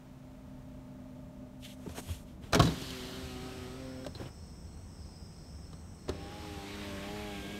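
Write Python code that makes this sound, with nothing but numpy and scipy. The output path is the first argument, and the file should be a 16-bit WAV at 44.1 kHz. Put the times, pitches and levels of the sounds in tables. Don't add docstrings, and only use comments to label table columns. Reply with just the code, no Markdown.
import sys
import numpy as np
from scipy import signal
from scipy.fft import rfft, irfft, next_fast_len
from scipy.io import wavfile
from scipy.ndimage import uniform_filter1d, map_coordinates

SR = 44100
rng = np.random.default_rng(int(sys.argv[2]) if len(sys.argv) > 2 else 0)


def to_wav(s):
    ch = np.atleast_2d(s).T
    pcm = np.round(np.clip(ch, -1, 1) * 32767)
    wavfile.write(sys.argv[1], SR, pcm.astype(np.int16))


N = 334939

# (t/s, rumble level/dB, hum level/dB, hiss level/dB)
CABIN_LEVELS = [(0, -53.5, -55.5, -64.5), (.9, -52, -49.5, -64.5), (1.8, -53, -51, -66),
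                (2.5, -48.5, -57, -66.5), (4.0, -50.5, -68, -59.5), (4.4, -49.5, -72, -64),
                (7.59, -50, -65, -63)]
# (f/Hz, relative level/dB)
RUMBLE_COLOUR = [(15, -20), (30, -10), (72, -2), (115, -13.5), (160, -5.5), (270, -15), (600, -27.5),
                 (1500, -39.5)]
# (f/Hz, relative level/dB)
HUM_TONES = [(129, -6.5), (204, -9.5), (258, -2)]
# (f/Hz, relative level/dB)
THROBBING_TONES = [(608, -12), (890, -24), (1240, -29.5)]
# (f/Hz, relative level/dB)
HISS_COLOUR = [(400, -11), (750, -6), (1200, -13), (2400, -18), (6000, -24), (15800, -31.5)]
# (start t/s, loudest t/s, end t/s, level/dB, low part relative level/dB, bright part relative level/dB)
RUBS = [(1.593, 1.707, 1.755, -56, -22, -4), (1.622, 1.654, 1.676, -51.5, -22, -12),
        (1.74, 1.917, 2.02, -63.5, 3.5, 1), (1.946, 1.987, 2.01, -55, 9, 5.5),
        (1.988, 2.11, 2.244, -56, -2.5, 1), (2.227, 2.288, 2.37, -67.5, -16, -2.5),
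        (2.407, 2.448, 2.59, -64.5, 7.5, -6), (4.134, 4.254, 4.3, -61, 9.5, -24)]
# (f/Hz, relative level/dB)
CLOTH_COLOUR = [(3000, -6.5), (6000, 1), (9000, 1), (13500, -3.5), (15800, -25)]
# (middle t/s, f/Hz, level/dB, half-length/s)
BODY_BOOMS = [(1.876, 190, -35, 0.0075), (1.912, 80, -39.5, 0.025), (2.113, 86.5, -31.5, 0.024),
              (2.618, 72, -22, 0.012)]
# (t/s, overall level/dB, thump relative level/dB, treble relative level/dB,
# time to fall by 60 dB/s, ring of the part that is hit f/Hz, ring relative level/dB)
KNOCKS = [(1.862, -42, -2.5, -17, 0.06, 403, 9), (1.892, -45, -2.5, 6, 0.05, 700, -3),
          (2.088, -44, -5, 2, 0.053, 3290, -3), (2.436, -52, 5.5, 3, 0.058, 3170, -3),
          (2.524, -34, -17, 6.5, 0.047, 500, 0), (2.531, -15, -12.5, 1, 0.062, 653, -3.5),
          (2.546, -16, -18, 5, 0.055, 566, -8), (2.554, -28, -4.5, 2, 0.21, 420, 2),
          (2.555, -23, -17, 8, 0.026, 2260, 0.5), (2.594, -16.5, -8, 0, 0.08, 695, -3),
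          (2.599, -15, -16, 2, 0.065, 1098, -1.5), (2.621, -30, 0, 5.5, 0.28, 458, -6),
          (2.653, -37.5, 1.5, 7.5, 0.23, 340, -8), (2.672, -31.5, -5, 1, 0.077, 3900, -2.5),
          (2.7, -42, -1, 4, 0.3, 250, 0), (2.816, -41.5, 0.5, 10, 0.064, 3460, -3),
          (2.905, -43.5, -1, 10.5, 0.054, 3170, 2), (4.047, -44, -20, 4, 0.049, 1550, 1.5),
          (4.064, -36, -3, 6.5, 0.047, 583, 5.5), (4.149, -47, -1, -2, 0.09, 4100, 2),
          (4.198, -44.5, -0.5, -2, 0.24, 540, -1), (4.255, -46.5, 2, 0, .1, 2970, -8),
          (5.73, -47, -4, 4.5, 0.05, 1180, -4.5), (6.081, -37, -6.5, -2, 0.21, 603, -2.5),
          (6.092, -30.5, -7.5, 5, 0.045, 390, 4)]
# (f/Hz, width/Hz, relative level/dB)
DOOR_SKIN = [(107, 93, -0.5), (171, 27, 3.5), (243, 61, -4.5), (371, 174, -7)]
# (f/Hz, width/Hz, relative level/dB)
DOOR_TRIM = [(593, 205, -1), (1030, 500, -2.5), (1660, 650, -7)]
# (f/Hz, relative level/dB)
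CRACK_COLOUR = [(1800, -16), (2600, -6), (3900, -1.5), (6500, -10), (12000, -21), (15800, -28)]
# (start t/s, end t/s, mean shaft speed f/Hz, peak of the twice-a-turn swing t/s,
# swing twice a drum turn f/Hz, swing once a drum turn f/Hz, drop from the ends to mid travel f/Hz)
MOTOR_RUNS = [(2.698, 4.055, 128.3, 3.825, 1.55, 0.845, 4.1), (6.131, 7.592, 101.1, 7.195, 2.04, 1.47, .6)]
# (multiple, level going down/dB, level going up/dB)
SHAFT_TONES = [(1, -54, -56), (2, -50, -65), (3, -56.5, -58), (4, -62.5, -57.5), (5, -65.5, -62.5),
               (6, -69, -65), (8, -75, -65), (11, -69.5, -65)]
# (multiple, start t/s, end t/s, level/dB); it is silenced early if the motor run is over
SINGING_TONES = [(3, 2.88, 3.75, -53), (6, 3.28, 3.54, -58), (10, 3.25, 3.8, -64), (2, 3.8, 5.1, -51),
                 (4, 3.77, 4.08, -53), (8, 6.18, 6.68, -54), (3, 6.42, 9.6, -52.5), (4, 6.45, 8.5, -54.5),
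                 (2, 6.65, 7.62, -49.5), (11, 6.7, 7.13, -62), (6, 6.84, 7.34, -51.5), (16, 6.88, 7.1, -60),
                 (8, 7.05, 7.4, -51.5), (4, 7.09, 7.33, -50), (22, 7.2, 7.62, -58.5),
                 (16, 7.24, 7.7, -57.5), (9, 6.64, 7.12, -59), (7, 7.03, 7.7, -60)]
# (t/s, hiss level/dB, brightness relative level/dB, ring of the seal's lip relative level/dB)
GLASS_DRAG = ([(2.7, -49, -3, -7), (2.95, -50, -2.5, -1), (3.3, -54.5, -3.5, -0.5),
              (3.65, -55.5, -5.5, -14), (4.04, -63, -13, -13)], [(6.13, -59.5, -13, -18),
              (6.4, -53.5, -7, -18), (6.85, -49.5, -8.5, -13), (7.2, -52, -5, -3), (7.59, -55.5, -1.5, 2)])
# (f/Hz, relative level/dB)
SEAL_COLOUR = [(300, -33), (600, -13), (2400, -13.5), (4600, -16), (5600, -22.5), (9000, -29.5),
               (13000, -32.5), (15800, -47)]
# (f/Hz, width/Hz)
LIP_RINGS = [
    [(3000, 600), (4050, 1100)],
    [(2350, 900), (3250, 800)],
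]
# (t/s, base level/dB)
OPEN_GAP = [(3.2, -68), (7.0, -69)]
# (start t/s, end t/s, level/dB)
TRILL_PHRASES = [(3.3, 3.699, -67), (3.73, 4.78, -64.5), (4.826, 5.87, -64.5), (5.908, 6.602, -64.5)]
# (f/Hz, width/Hz, depth from 0 to 1)
MIC_DIPS = [(4700, 460, 0.21), (10400, 500, 0.46)]

SNAP_HZ, SNAP_GROWS = 5370, 0.97
RING_ROUGH = 0.22
TURNS_PER_DRUM_TURN, ONCE_LAG_RAD = 80.3, 0.38
SING_FADE_S, RUN_FADE_S = 0.1, 0.082
FAINT_MULTIPLES = range(7, 40)
FAINT_DB, FAINT_WAVER_DB = -20.5, 2.5
CHIRP_START_S, CHIRP_EVERY_S, CHIRP_S, CHIRP_COUNT = 4.0, 0.326, 0.22, 8
TOP_HZ = 15750


def amp(db):
    return 10 ** (np.asarray(db) / 20)


def unit(x):
    return x / np.sqrt(np.mean(x ** 2) + 1e-20)


def curves(rows):
    s, *columns = np.transpose(rows)
    t = np.arange(N) / SR
    fade_s = 0.03
    gate = np.clip(np.minimum(t - s[0] + fade_s, s[-1] - t + fade_s) / fade_s, 0, 1)
    return gate, [np.interp(t, s, column) for column in columns]


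def between(start, end, fade):
    t = np.arange(N) / SR
    return np.clip(np.minimum(t - start, end - t) / fade, 0, 1)


def wobble(rate, count=N):
    points = rng.standard_normal(int(count * rate / SR) + 4)
    return map_coordinates(points, [np.arange(count) * rate / SR])


def filtered(x, response):
    m = next_fast_len(len(x) + SR // 4)
    return irfft(rfft(x, m) * response(np.fft.rfftfreq(m, 1 / SR)), m)[:len(x)]


def shape(points):
    f, db = np.transpose(points)
    return lambda hz: amp(np.interp(np.log(hz + 1), np.log(f + 1), db, left=-120, right=-120))


def modes(table):
    def response(f):
        total = 0
        for k, (center, width, db) in enumerate(table):
            damping = 1j * f * width
            total = total + (-1) ** k * amp(db) * damping / (center * center - f * f + damping)
        return total
    return response


def noise(response):
    return unit(filtered(rng.standard_normal(N), response))


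def noise_band(hz, width_hz):
    return noise(lambda f: 1 / (1 + ((f - hz) / width_hz) ** 4))


def patchy(x, depth_db):
    spectrum = signal.stft(x, nperseg=512)[2]
    field = uniform_filter1d(rng.standard_normal(spectrum.shape), size=6, axis=0)
    field = uniform_filter1d(field, size=14, axis=1)
    return unit(signal.istft(spectrum * amp(depth_db * unit(field)), nperseg=512)[1][:N])


def wavering_tones(table, blur):
    t = np.arange(N) / SR
    sinking_time = t - 0.0044 * t ** 2
    total = np.zeros(N)
    for hz, db in table:
        level = amp(db + 1.4 * wobble(16))
        total += level * np.sin(2 * np.pi * hz * sinking_time + blur * wobble(25))
    return total


def cabin():
    _, (rumble_db, hum_db, hiss_db) = curves(CABIN_LEVELS)
    t = np.arange(N) / SR
    throb = 1 + 0.85 * np.sin(2 * np.pi * 29.6 * t + wobble(3.0))
    steady = wavering_tones(HUM_TONES, blur=0.5)
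    upper = throb * wavering_tones(THROBBING_TONES, blur=1.3)
    hum = np.sqrt(2) * (steady + upper)
    rumble = noise(shape(RUMBLE_COLOUR))
    hiss = noise(shape(HISS_COLOUR))
    return amp(rumble_db) * rumble + amp(hum_db) * hum + amp(hiss_db) * hiss


def rubs():
    out, t = np.zeros(N), np.arange(N) / SR
    grain = amp(0.64 * wobble(220) + 1.7 * wobble(30))
    body = grain * noise(modes([(2020, 1900, -4.0), (3220, 1200, 5.0)]))
    bright = grain * patchy(noise(shape(CLOTH_COLOUR)), depth_db=2.0)
    low = amp(2.8 * wobble(60)) * noise(modes([(362, 630, 1), (1140, 2530, -6.0)]))
    for start, loudest, end, db, low_db, bright_db in RUBS:
        stroke = np.interp(t, sorted([start, loudest, end]), [0, 1, 0])
        sides = amp(low_db) * low + amp(bright_db) * bright
        out += amp(db) * (stroke * body + stroke ** 0.61 * sides)
    return out


def body_booms():
    out, t = np.zeros(N), np.arange(N) / SR
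    for s, hz, db, half in BODY_BOOMS:
        out += amp(db) * np.exp(-((t - s) / half) ** 2) * np.sin(2 * np.pi * hz * (t - s))
    return out


def knocks():
    t = np.arange(SR // 4) / SR
    low, mid, high, snap, part = np.zeros((5, N + SR))
    bursts = rng.standard_normal((len(KNOCKS), 4, len(t)))
    for (s, db, thump_db, treble_db, t60, hz, ring_db), burst in zip(KNOCKS, bursts):
        t60 = max(t60, .005)
        fade = amp(db - 60 * t / t60) * (1 - np.exp(-t / 0.00075))
        at = slice(round(s * SR), round(s * SR) + len(t))
        low[at] += amp(thump_db) * fade * burst[0]
        mid[at] += fade * burst[1]
        high[at] += amp(treble_db - 30 * t / t60) * fade * burst[2]
        snap[at] += amp((1 + SNAP_GROWS) * treble_db - 45 * t / t60) * fade * burst[2]
        smooth_noise = unit(uniform_filter1d(burst[3], round(2 * SR / hz)))
        rough = 1 + RING_ROUGH * hz / 1000 * smooth_noise
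        part[at] += amp(ring_db) * fade * rough * np.sin(2 * np.pi * hz * t)

    def upper(f):
        return 1 / (1 + (SNAP_HZ / (f + 1)) ** 6)

    crack_colour = shape(CRACK_COLOUR)
    skin = amp(29) * filtered(low[:N], modes(DOOR_SKIN))
    trim = amp(11.0) * filtered(mid[:N], modes(DOOR_TRIM))
    crack = filtered(high[:N], lambda f: crack_colour(f) * (1 - upper(f)))
    crack += amp(-4) * filtered(snap[:N], lambda f: crack_colour(f) * upper(f))
    return skin + trim + amp(2) * crack + part[:N]


def shaft_turn(start, end, mean_hz, peak_s, twice_hz, once_hz, drop_hz):
    t = np.arange(N) / SR
    drum = 2 * np.pi * mean_hz / TURNS_PER_DRUM_TURN * (t - peak_s)
    travel = np.clip(2 * (t - start) / (end - start) - 1, -1, 1)
    speed_hz = mean_hz + twice_hz * np.cos(2 * drum) + once_hz * np.cos(drum - ONCE_LAG_RAD)
    speed_hz += drop_hz * (travel ** 2 - 1 / 3)
    unsteady_hz = speed_hz * (1 + 0.002 * wobble(25))
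    return 2 * np.pi * np.cumsum(unsteady_hz) / SR + 0.024 * wobble(60)


def motor_hum(run, steady_db, hiss_db):
    start, end = run[:2]
    turn = shaft_turn(*run)
    gains = {round(row[0]): amp(db) for row, db in zip(SHAFT_TONES, steady_db)}
    for k, on, off, db in SINGING_TONES:
        if start < on < end:
            singing = amp(db) * between(on - SING_FADE_S / 2, off + SING_FADE_S / 2, SING_FADE_S)
            gains[round(k)] = np.hypot(gains.get(round(k), 0), singing)
    hum = np.zeros(N)
    for k, gain in gains.items():
        hum += gain * amp(0.8 * wobble(15)) * np.sin(k * turn + 2 * np.pi * rng.random())
    running = slice(round((start - RUN_FADE_S) * SR), round((end + RUN_FADE_S) * SR))
    for k in FAINT_MULTIPLES:
        waver_db = FAINT_WAVER_DB * wobble(8, count=len(turn[running]))
        level = amp(hiss_db[running] + FAINT_DB + waver_db)
        hum[running] += level * np.sin(k * turn[running] + 2 * np.pi * rng.random())
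    return np.sqrt(2) * hum


def gear_whirr():
    return amp(-54.5 + 3.2 * wobble(9)) * noise(modes([(170, 147, -2), (298, 92, 3.5), (560, 230, -7.0)]))


def glass_drag(hiss_db, bright_db, lip_db, lip_rings):
    def ring_colour(f):
        return sum(abs(modes([(*band, 0)])(f)) ** 2 for band in lip_rings)

    seal_colour = shape(SEAL_COLOUR)
    grain = amp(0.57 * wobble(300))
    body = patchy(noise(lambda f: seal_colour(f) / np.sqrt(1 + (f / 6000) ** 6)), depth_db=1.7)
    ring = patchy(noise(ring_colour), depth_db=2.5)
    edge = noise(lambda f: seal_colour(f) / np.sqrt(1 + (6000 / (f + 1)) ** 6))
    return amp(hiss_db) * grain * (body + amp(lip_db) * ring + amp(bright_db) * edge)


def window_run(run, steady_db, drag, lip_rings):
    start, end = run[:2]
    _, (hiss_db, bright_db, lip_db) = curves(drag)
    hum = motor_hum(run, steady_db, hiss_db)
    drag_sound = glass_drag(hiss_db, bright_db, lip_db, lip_rings)
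    gate = between(start - RUN_FADE_S, end + RUN_FADE_S, RUN_FADE_S)
    return gate * (hum + gear_whirr() + drag_sound)


def through_gap():
    gate, (gap_db,) = curves(OPEN_GAP)
    return gate * amp(gap_db)


def insect_chorus():
    return noise_band(8105, 460) + amp(-6.0) * noise_band(6330, 530) + noise_band(5540, 410)


def distant_drone():
    return amp(16.0) * noise_band(83.0, 13.7)


def trilling_cricket():
    phrases = sum(amp(db) * between(start, end, 0.19) for start, end, db in TRILL_PHRASES)
    note_hz = 5350 + 35 * wobble(2.5)
    whistle = np.sin(2 * np.pi * np.cumsum(note_hz) / SR + 0.36 * wobble(230))
    lower_band = amp(-5.0 + 3.6 * wobble(2.3)) * noise_band(4995, 90)
    return phrases * unit(whistle + noise_band(5270, 150) + lower_band)


def chirping_cricket():
    starts = CHIRP_START_S + CHIRP_EVERY_S * np.arange(CHIRP_COUNT)
    chirps = sum(between(s, s + CHIRP_S, 0.03) for s in starts)
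    return amp(-6.0) * chirps * noise_band(4320, 170)


def scene():
    runs = zip(MOTOR_RUNS, np.transpose(SHAFT_TONES)[1:], GLASS_DRAG, LIP_RINGS)
    window = sum(window_run(*run) for run in runs)
    outdoors = through_gap() * (insect_chorus() + distant_drone() + chirping_cricket())
    hand = rubs() + body_booms()
    return (cabin() + hand + knocks() + window + outdoors + trilling_cricket())[None]


def record(dry):
    def colour(hz):
        dips = [1 - depth / (1 + ((hz - center) / width) ** 2) for center, width, depth in MIC_DIPS]
        return np.prod(dips, axis=0)

    return filtered(dry[0], lambda hz: colour(hz) * (hz < TOP_HZ))[None]


dry = scene()
out = record(dry)
to_wav(out)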